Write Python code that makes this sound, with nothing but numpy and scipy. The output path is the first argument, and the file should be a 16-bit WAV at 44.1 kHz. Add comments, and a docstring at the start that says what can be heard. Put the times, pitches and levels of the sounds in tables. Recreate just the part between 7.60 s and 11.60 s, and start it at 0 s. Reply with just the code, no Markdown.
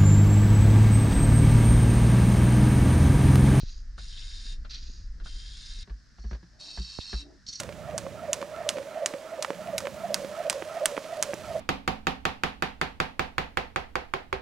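"""A paved path among trees, with someone skipping rope a little to the right of a stereo microphone pair.
Nearly three turns a second: the cord cracks on the pavement, skitters over the grit and sings as it
sheds eddies in the air; after each crack the shoes land softly. From farther off the brush and trees
scatter a faint echo, over a low breeze and the hiss of leaves."""
import sys
import numpy as np
from scipy.fft import rfft, irfft, next_fast_len
from scipy.io import wavfile
from scipy.ndimage import uniform_filter1d

SR = 44100
rng = np.random.default_rng(int(sys.argv[2]) if len(sys.argv) > 2 else 0)


def put_to_file(sound):
    """Save the sound as 16-bit audio at rate SR, in the file named by the first command-line argument."""
    columns = np.atleast_2d(sound).T  # one column per channel
    safe = np.clip(columns, -1, 1)
    whole_steps = np.round(safe * 32767)
    wavfile.write(sys.argv[1], SR, whole_steps.astype(np.int16))


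N = 176400


# Rope on the pavement, in the foreground: (time [s], level [dB] at each of SLAP_HZ, gap between touches [s])
SLAPS = [(.0019, 0, -4, -3, -6, 1.9, -11, -13, 0.00145), (0.3797, 4, -7, -18, -4.5, 6.5, 0.5, -16, 0.00037),
         (.732, -13, -1, 10.5, -4.5, 15.5, 7.5, -6.5, 0.00029),
         (1.091, -8, 7.5, 18, 6, 9.4, 5.5, -10, .0002), (1.4605, 2, 8, 8, 2.5, 12, 7.5, -23, .0001),
         (1.8254, 3, -7, 3.5, 2, 2.1, -4.5, -19, .0003), (2.1817, -11, 4, 5, 6, 2.1, -2.5, -1, 0.00072),
         (2.5439, 4.5, 5, 1.5, 15.5, 8, 1, 2.5, 0.00033),
         (2.8992, -3, 13.5, 10.5, 8.5, 5.4, 12, -3.5, 0.00037), (3.258, 8, 14.5, 13, 5, 3, 17, 4, 0.00069),
         (3.6265, 10, 5.5, 4, 2, 16.6, 3.5, -0.5, .0002)]
SLAP_HZ = [1050, 1850, 3000, 4600, 6400, 8700, 11800]  # bands of the crack: (frequency [Hz])
SKID_SPECTRUM = [(150, -13), (600, -2), (1500, 2.5), (3000, 0), (4500, 0.5), (6800, 2.5), (9000, 0.5),
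                 (12000, -10.5), (15500, -26)]  # cord over grit: (frequency [Hz], level [dB])
FOLLOW = 0.43  # dB of skid and echo for each dB of the crack

def rope_slaps(tick_count=8, ticks_span_s=0.016, skid_t60=0.03, crush_t60=0.0015):
    """The loop touches twice in one crack, crushing grit, then skids on with a few ticks and a scrape."""
    out, t = np.zeros(N), np.arange(SR // 20) / SR
    fade = amp(-60 * t / skid_t60)
    for at, *levels, gap in SLAPS:
        crack = amp(-1) * noise_burst(t, crush_t60)
        crack[0] += amp(-8)  # light first touch
        crack[round(gap * SR)] += 1  # main touch
        colour = [(100, levels[0] - 34), (500, levels[0] - 20), *zip(SLAP_HZ, levels),
                  (15500, levels[-1] - 11)]
        add(out, at - gap, strike(crack, colour, smooth_hz=1560))
        ticks = np.zeros(len(t))
        tick_times = ticks_span_s * (np.arange(tick_count) + rng.random(tick_count)) / tick_count
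        ticks[(tick_times * SR).astype(int)] = rng.standard_normal(tick_count)
        skid = unit_energy(ticks * fade) + amp(-0.5) * noise_burst(t, skid_t60)
        skid_gain = amp(0.5 + FOLLOW * (np.mean(levels) - 3))
        add(out, at + 0.001035, skid_gain * strike(skid, SKID_SPECTRUM, smooth_hz=3060))
    return out


# Each pass of the cord over the path: (time at the bottom [s], level [dB], downswing boost [dB])
TURNS = [(.002, -5, 2), (0.382, -5, 2), (.732, -3.5, -1.5), (1.1, 0, -6.5), (1.464, -1.5, 1),
         (1.83, -3.5, -3), (2.18, -2, -0.5), (2.544, -1.5, -1), (2.898, 0, 0.5), (3.262, 0.5, 0.5),
         (3.626, -3, 1.5), (3.997, -2.5, 5)]
# Air tone through one turn: (time from the bottom [s], pitch [Hz], level [dB])
AIR_TONE = [(-.225, 575, -43.5), (-.175, 620, -37), (-.135, 632, -42.5), (-.09, 660, -28.5),
            (-.065, 640, -41.5), (-.036, 595, -24), (-.004, 631, -35.5), (.028, 579, -44),
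            (0.059, 562, -34), (.09, 550.5, -33.5), (.135, 586, -44.5)]
# Its brief overtones: (pitch multiple, time from the bottom [s], half-width [s], level [dB])
OVERTONES = [(2.1, -0.14, 0.021, -43.5), (1.95, -0.066, 0.041, -50), (2.85, -0.087, 0.019, -51)]
WAKE_SPECTRUM = [(300, -12), (700, 6.5), (1300, 0), (1850, -0.5), (2600, -7), (6000, -25), (16000, -30)]  # turbulence behind the cord: (frequency [Hz], level [dB])

def cord_swish(downswing_at_s=-0.056, downswing_width_s=0.024, wake_db=-44):
    """The cord sheds eddies: a tone that follows its speed, passing overtones and a rush of air."""
    t = np.arange(N) / SR
    bell = lambda centre, width: np.exp(-.5 * ((t - centre) / width) ** 2)
    swell = lambda offset, width: sum(amp(lift) * bell(at + offset, width) for at, lift, _ in TURNS)
    points = sorted((at + offset, hz, db + lift) for at, lift, _ in TURNS for offset, hz, db in AIR_TONE)
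    times, pitches, levels = np.transpose(points)
    pitch = np.interp(t, times, pitches)
    boost_db = sum(boost * bell(at + downswing_at_s, downswing_width_s) for at, _, boost in TURNS)
    gain = amp(np.interp(t, times, levels) + boost_db)
    core = eddies(pitch, width_hz=43, steadiness=0.36)
    skirt = amp(-4) * eddies(pitch, width_hz=85.5)
    overtones = sum(amp(db) * swell(offset, width) * eddies(multiple * pitch, width_hz=77)
                    for multiple, offset, width, db in OVERTONES)
    wake = amp(wake_db) * swell(offset=-0.084, width=0.08) * stereo_noise(WAKE_SPECTRUM)[0]
    return gain * (core + skirt) + overtones + wake


# Shoes and cord on the same spot of pavement: (time [s], level [dB] at each of TAP_HZ)
LANDINGS = [(.0912, 6, -5, -6, -22), (.4663, 9, 1.5, -11, -30), (.8155, 3, -4, -4, -14),
            (.8271, 5.5, 8.5, -8, -18), (1.1701, 5, -8, -2.5, -23), (1.1845, 5, 1, -4.5, -18),
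            (1.5383, 12, -1.5, -2.5, -23), (1.9046, 18, 8, -1, -14.5), (2.2546, -8, -1, -2, -18),
            (2.2708, 8.5, 7, 3, -14), (2.6472, 10.5, -8, -7, -18), (3.0227, 14, 4, 0.5, -28),
            (3.3675, 4, -2, 2, -21), (3.3775, 14.5, 11, 1.5, -21), (3.7348, 12.5, 5, 3, -36),
            (3.7402, 12, -9, -31, -5.5)]
REBOUNDS = [(.0342, -27, -6, -8.5, -9), (1.8475, -2, 15, 6, -8), (2.2047, -12, 5, -12, -9),
            (2.9285, -7, 7, -7, -3)]
TAP_HZ = [330, 1150, 2400, 5600]  # bands of a dull contact: (frequency [Hz])

def shoes_and_rebounds():
    """The cord bounces after some of the slaps, and soft soles come down after every one."""
    return taps(REBOUNDS, scuff_db=-2, scuff_t60=0.016) + taps(LANDINGS, scuff_db=1, scuff_t60=0.019)


GRIT_TICK = [-5, -14, -9.5, -25.5]  # a small stone on the path: (level [dB] at each of TAP_HZ)

def loose_grit(count=14, spread_db=5):
    """Small stones tick as they are flicked aside at random moments."""
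    rows = [(when * N / SR, *(np.array(GRIT_TICK) + spread_db * (strength - .5)))
            for when, strength in rng.random((count, 2))]
    return taps(rows, scuff_db=1, scuff_t60=0.019)


ECHO_SPECTRUM = [(200, 4.5), (1200, 9.5), (3000, 1.5), (6500, -1), (9000, -3.5), (15000, -16)]  # scatter from around the path: (frequency [Hz], level [dB])

def tree_echo(level_db=-46, brush_db=4.5, brush_t60=0.17, trees_t60=1):
    """Each slap comes back diffusely, first from the nearby brush and then from the trees."""
    gain, t = np.zeros(N), np.arange(SR) / SR
    onset = 1 - np.exp(-t / 0.004)
    tail = onset * (amp(-60 * t / trees_t60) + amp(brush_db - 60 * t / brush_t60))
    for at, *levels, _ in SLAPS:
        add(gain, at, amp(level_db + FOLLOW * np.mean(levels)) * tail)
    return gain * stereo_noise(ECHO_SPECTRUM)


# Breeze, one gust and a high rustle behind the skipper: (time [s], level [dB])
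BREEZE_LEVEL = [(0, -41.5), (.45, -41), (.62, -46), (.85, -53), (1.15, -48.5), (1.5, -80), (2.1, -49),
                (3.5, -61), (3.8, -46), (4, -42.5)]
GUST_LEVEL = [(1.85, -68), (1.95, -46.5), (2.67, -45), (2.85, -68)]
RUSTLE_LEVEL = [(0, -60), (2.3, -53.5), (2.8, -49), (4, -49)]
# Their colours, and the steady hiss of the trees all around: (frequency [Hz], level [dB])
BREEZE_SPECTRUM = [(20, -28), (40, -18), (80, -3.5), (180, -5.5), (260, -14.5), (450, -28.5), (1200, -66)]
GUST_SPECTRUM = [(100, -13), (195, 21), (400, -18.5)]
RUSTLE_SPECTRUM = [(800, -2.5), (3000, 3), (7000, -4.5), (10000, -7), (15500, -17)]
HISS_SPECTRUM = [(30, -8.5), (200, 3.5), (400, 4.5), (1000, -1.5), (2000, -4.5), (4000, -13), (7000, -15.5),
                 (10000, -20.5), (15500, -23)]

def breeze_and_leaves(hiss_db=-47.5, grain_db=2.5):
    """A low breeze comes and goes under the hiss of leaves and a grainy high rustle."""
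    envelope = lambda curve: amp(np.interp(np.arange(N) / SR, *np.transpose(curve)))
    flicker = unit_rms(uniform_filter1d(rng.standard_normal(N), size=130))
    grain = unit_rms(amp(grain_db * flicker))
    breeze = envelope(BREEZE_LEVEL) * stereo_noise(BREEZE_SPECTRUM)
    gust = envelope(GUST_LEVEL) * stereo_noise(GUST_SPECTRUM)
    hiss = amp(hiss_db) * stereo_noise(HISS_SPECTRUM)
    rustle = envelope(RUSTLE_LEVEL) * grain * stereo_noise(RUSTLE_SPECTRUM)
    return breeze + gust + hiss + rustle


# Diffuse sound across the microphone pair: (frequency [Hz], left-right correlation [0-1])
COHERENCE = [(60, 0.91), (130, 0.62), (290, 1), (640, 0.95), (3100, 0.99), (6800, 0.76), (15000, 0.067)]

def stereo_noise(spectrum):
    """Noise of rms 1, mostly alike at both microphones but unrelated in the top treble."""
    def response(hz):
        angle = np.arccos(along(COHERENCE, hz)) / 2
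        return amp(along(spectrum, hz)) * [np.cos(angle), np.sin(angle)]
    mid, side = filtered(rng.standard_normal((2, N)), response)
    return unit_rms(np.array([mid + side, mid - side]))


def eddies(pitch, width_hz, steadiness=0):
    """Narrow noise of rms 1 around a moving pitch; steadiness evens out its level."""
    real, imag = filtered(rng.standard_normal((2, N)), lambda hz: 1 / (1 + (hz / width_hz) ** 3))
    wander = real + 1j * imag
    carrier = np.exp(2j * np.pi * np.cumsum(pitch) / SR)
    return unit_rms((wander / np.abs(wander) ** steadiness * carrier).real)


def taps(rows, scuff_db, scuff_t60):
    """Dull contacts: one push and a short scuff."""
    out, t = np.zeros(N), np.arange(SR // 16) / SR
    for at, *levels in rows:
        force = amp(scuff_db) * noise_burst(t, scuff_t60)
        force[0] += 1
        colour = [(50, levels[0] - 36), (180, levels[0] - 4), *zip(TAP_HZ, levels),
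                  (15000, levels[-1] - 17)]
        add(out, at, strike(force, colour, smooth_hz=676))
    return out


def strike(force, colour, smooth_hz, size=4096):
    """A contact force, its spectrum broadly flattened, then given a (Hz, dB) colour."""
    spectrum = rfft(force, size)
    power = np.abs(uniform_filter1d(np.abs(spectrum) ** 2, int(smooth_hz * size / SR)))
    gain = amp(along(colour, np.fft.rfftfreq(size, 1 / SR))) / np.sqrt(power + 1e-9)
    cepstrum = irfft(np.log(gain + 1e-6))
    cepstrum[1:size // 2] *= 2  # minimum phase: nothing sounds before the contact
    cepstrum[size // 2 + 1:] = 0
    return irfft(spectrum * np.exp(rfft(cepstrum)))


def amp(db):
    return 10 ** (np.asarray(db) / 20)


def unit_rms(x):
    return x / np.sqrt(np.mean(x ** 2) + 1e-20)


def unit_energy(x):
    return x / np.sqrt(np.sum(x ** 2) + 1e-20)


def noise_burst(t, t60):
    """Noise of energy 1 that falls 60 dB in t60 seconds."""
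    return unit_energy(rng.standard_normal(len(t)) * amp(-60 * t / t60))


def along(points, hz):
    """Interpolate (Hz, value) points on a log frequency axis."""
    freqs, values = np.transpose(points)
    return np.interp(np.log(hz + 1), np.log(freqs + 1), values)


def filtered(x, response):
    """Pass x through a frequency response."""
    size = next_fast_len(N + SR // 2)
    return irfft(rfft(x, size) * response(np.fft.rfftfreq(size, 1 / SR)), size)[..., :N]


def add(track, at, x):
    """Mix x into the track, starting at a time in seconds."""
    start = max(0, round(at * SR))
    part = track[..., start:start + x.shape[-1]]
    part += x[..., :part.shape[-1]]


def scene():
    """The skipper at one spot on the path, with echo and wind spread around."""
    skipper = rope_slaps() + shoes_and_rebounds() + loose_grit() + cord_swish()
    return skipper + tree_echo() + breeze_and_leaves()


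# Left microphone, the farther from the skipper: (frequency [Hz], level against the right [dB])
LEFT_MIC = [(100, -11), (250, -8), (600, -4.5), (1500, -7.5), (4200, -7), (6300, -2), (8000, -3.5),
            (10500, -7), (12000, -12), (15000, -17)]

def record(dry, left_lag_s=1.5e-5, top_hz=15900):
    """The left microphone is weaker, duller and slightly late; peaks clip and the top treble is cut."""
    def pair(hz):
        left = amp(along(LEFT_MIC, hz)) * np.exp(-2j * np.pi * hz * left_lag_s)
        return np.array([left, np.ones_like(hz)])
    clipped = np.clip(filtered(dry, pair), -1, 1)
    return filtered(clipped, lambda hz: hz < top_hz)


dry = scene()
out = record(dry)
put_to_file(out)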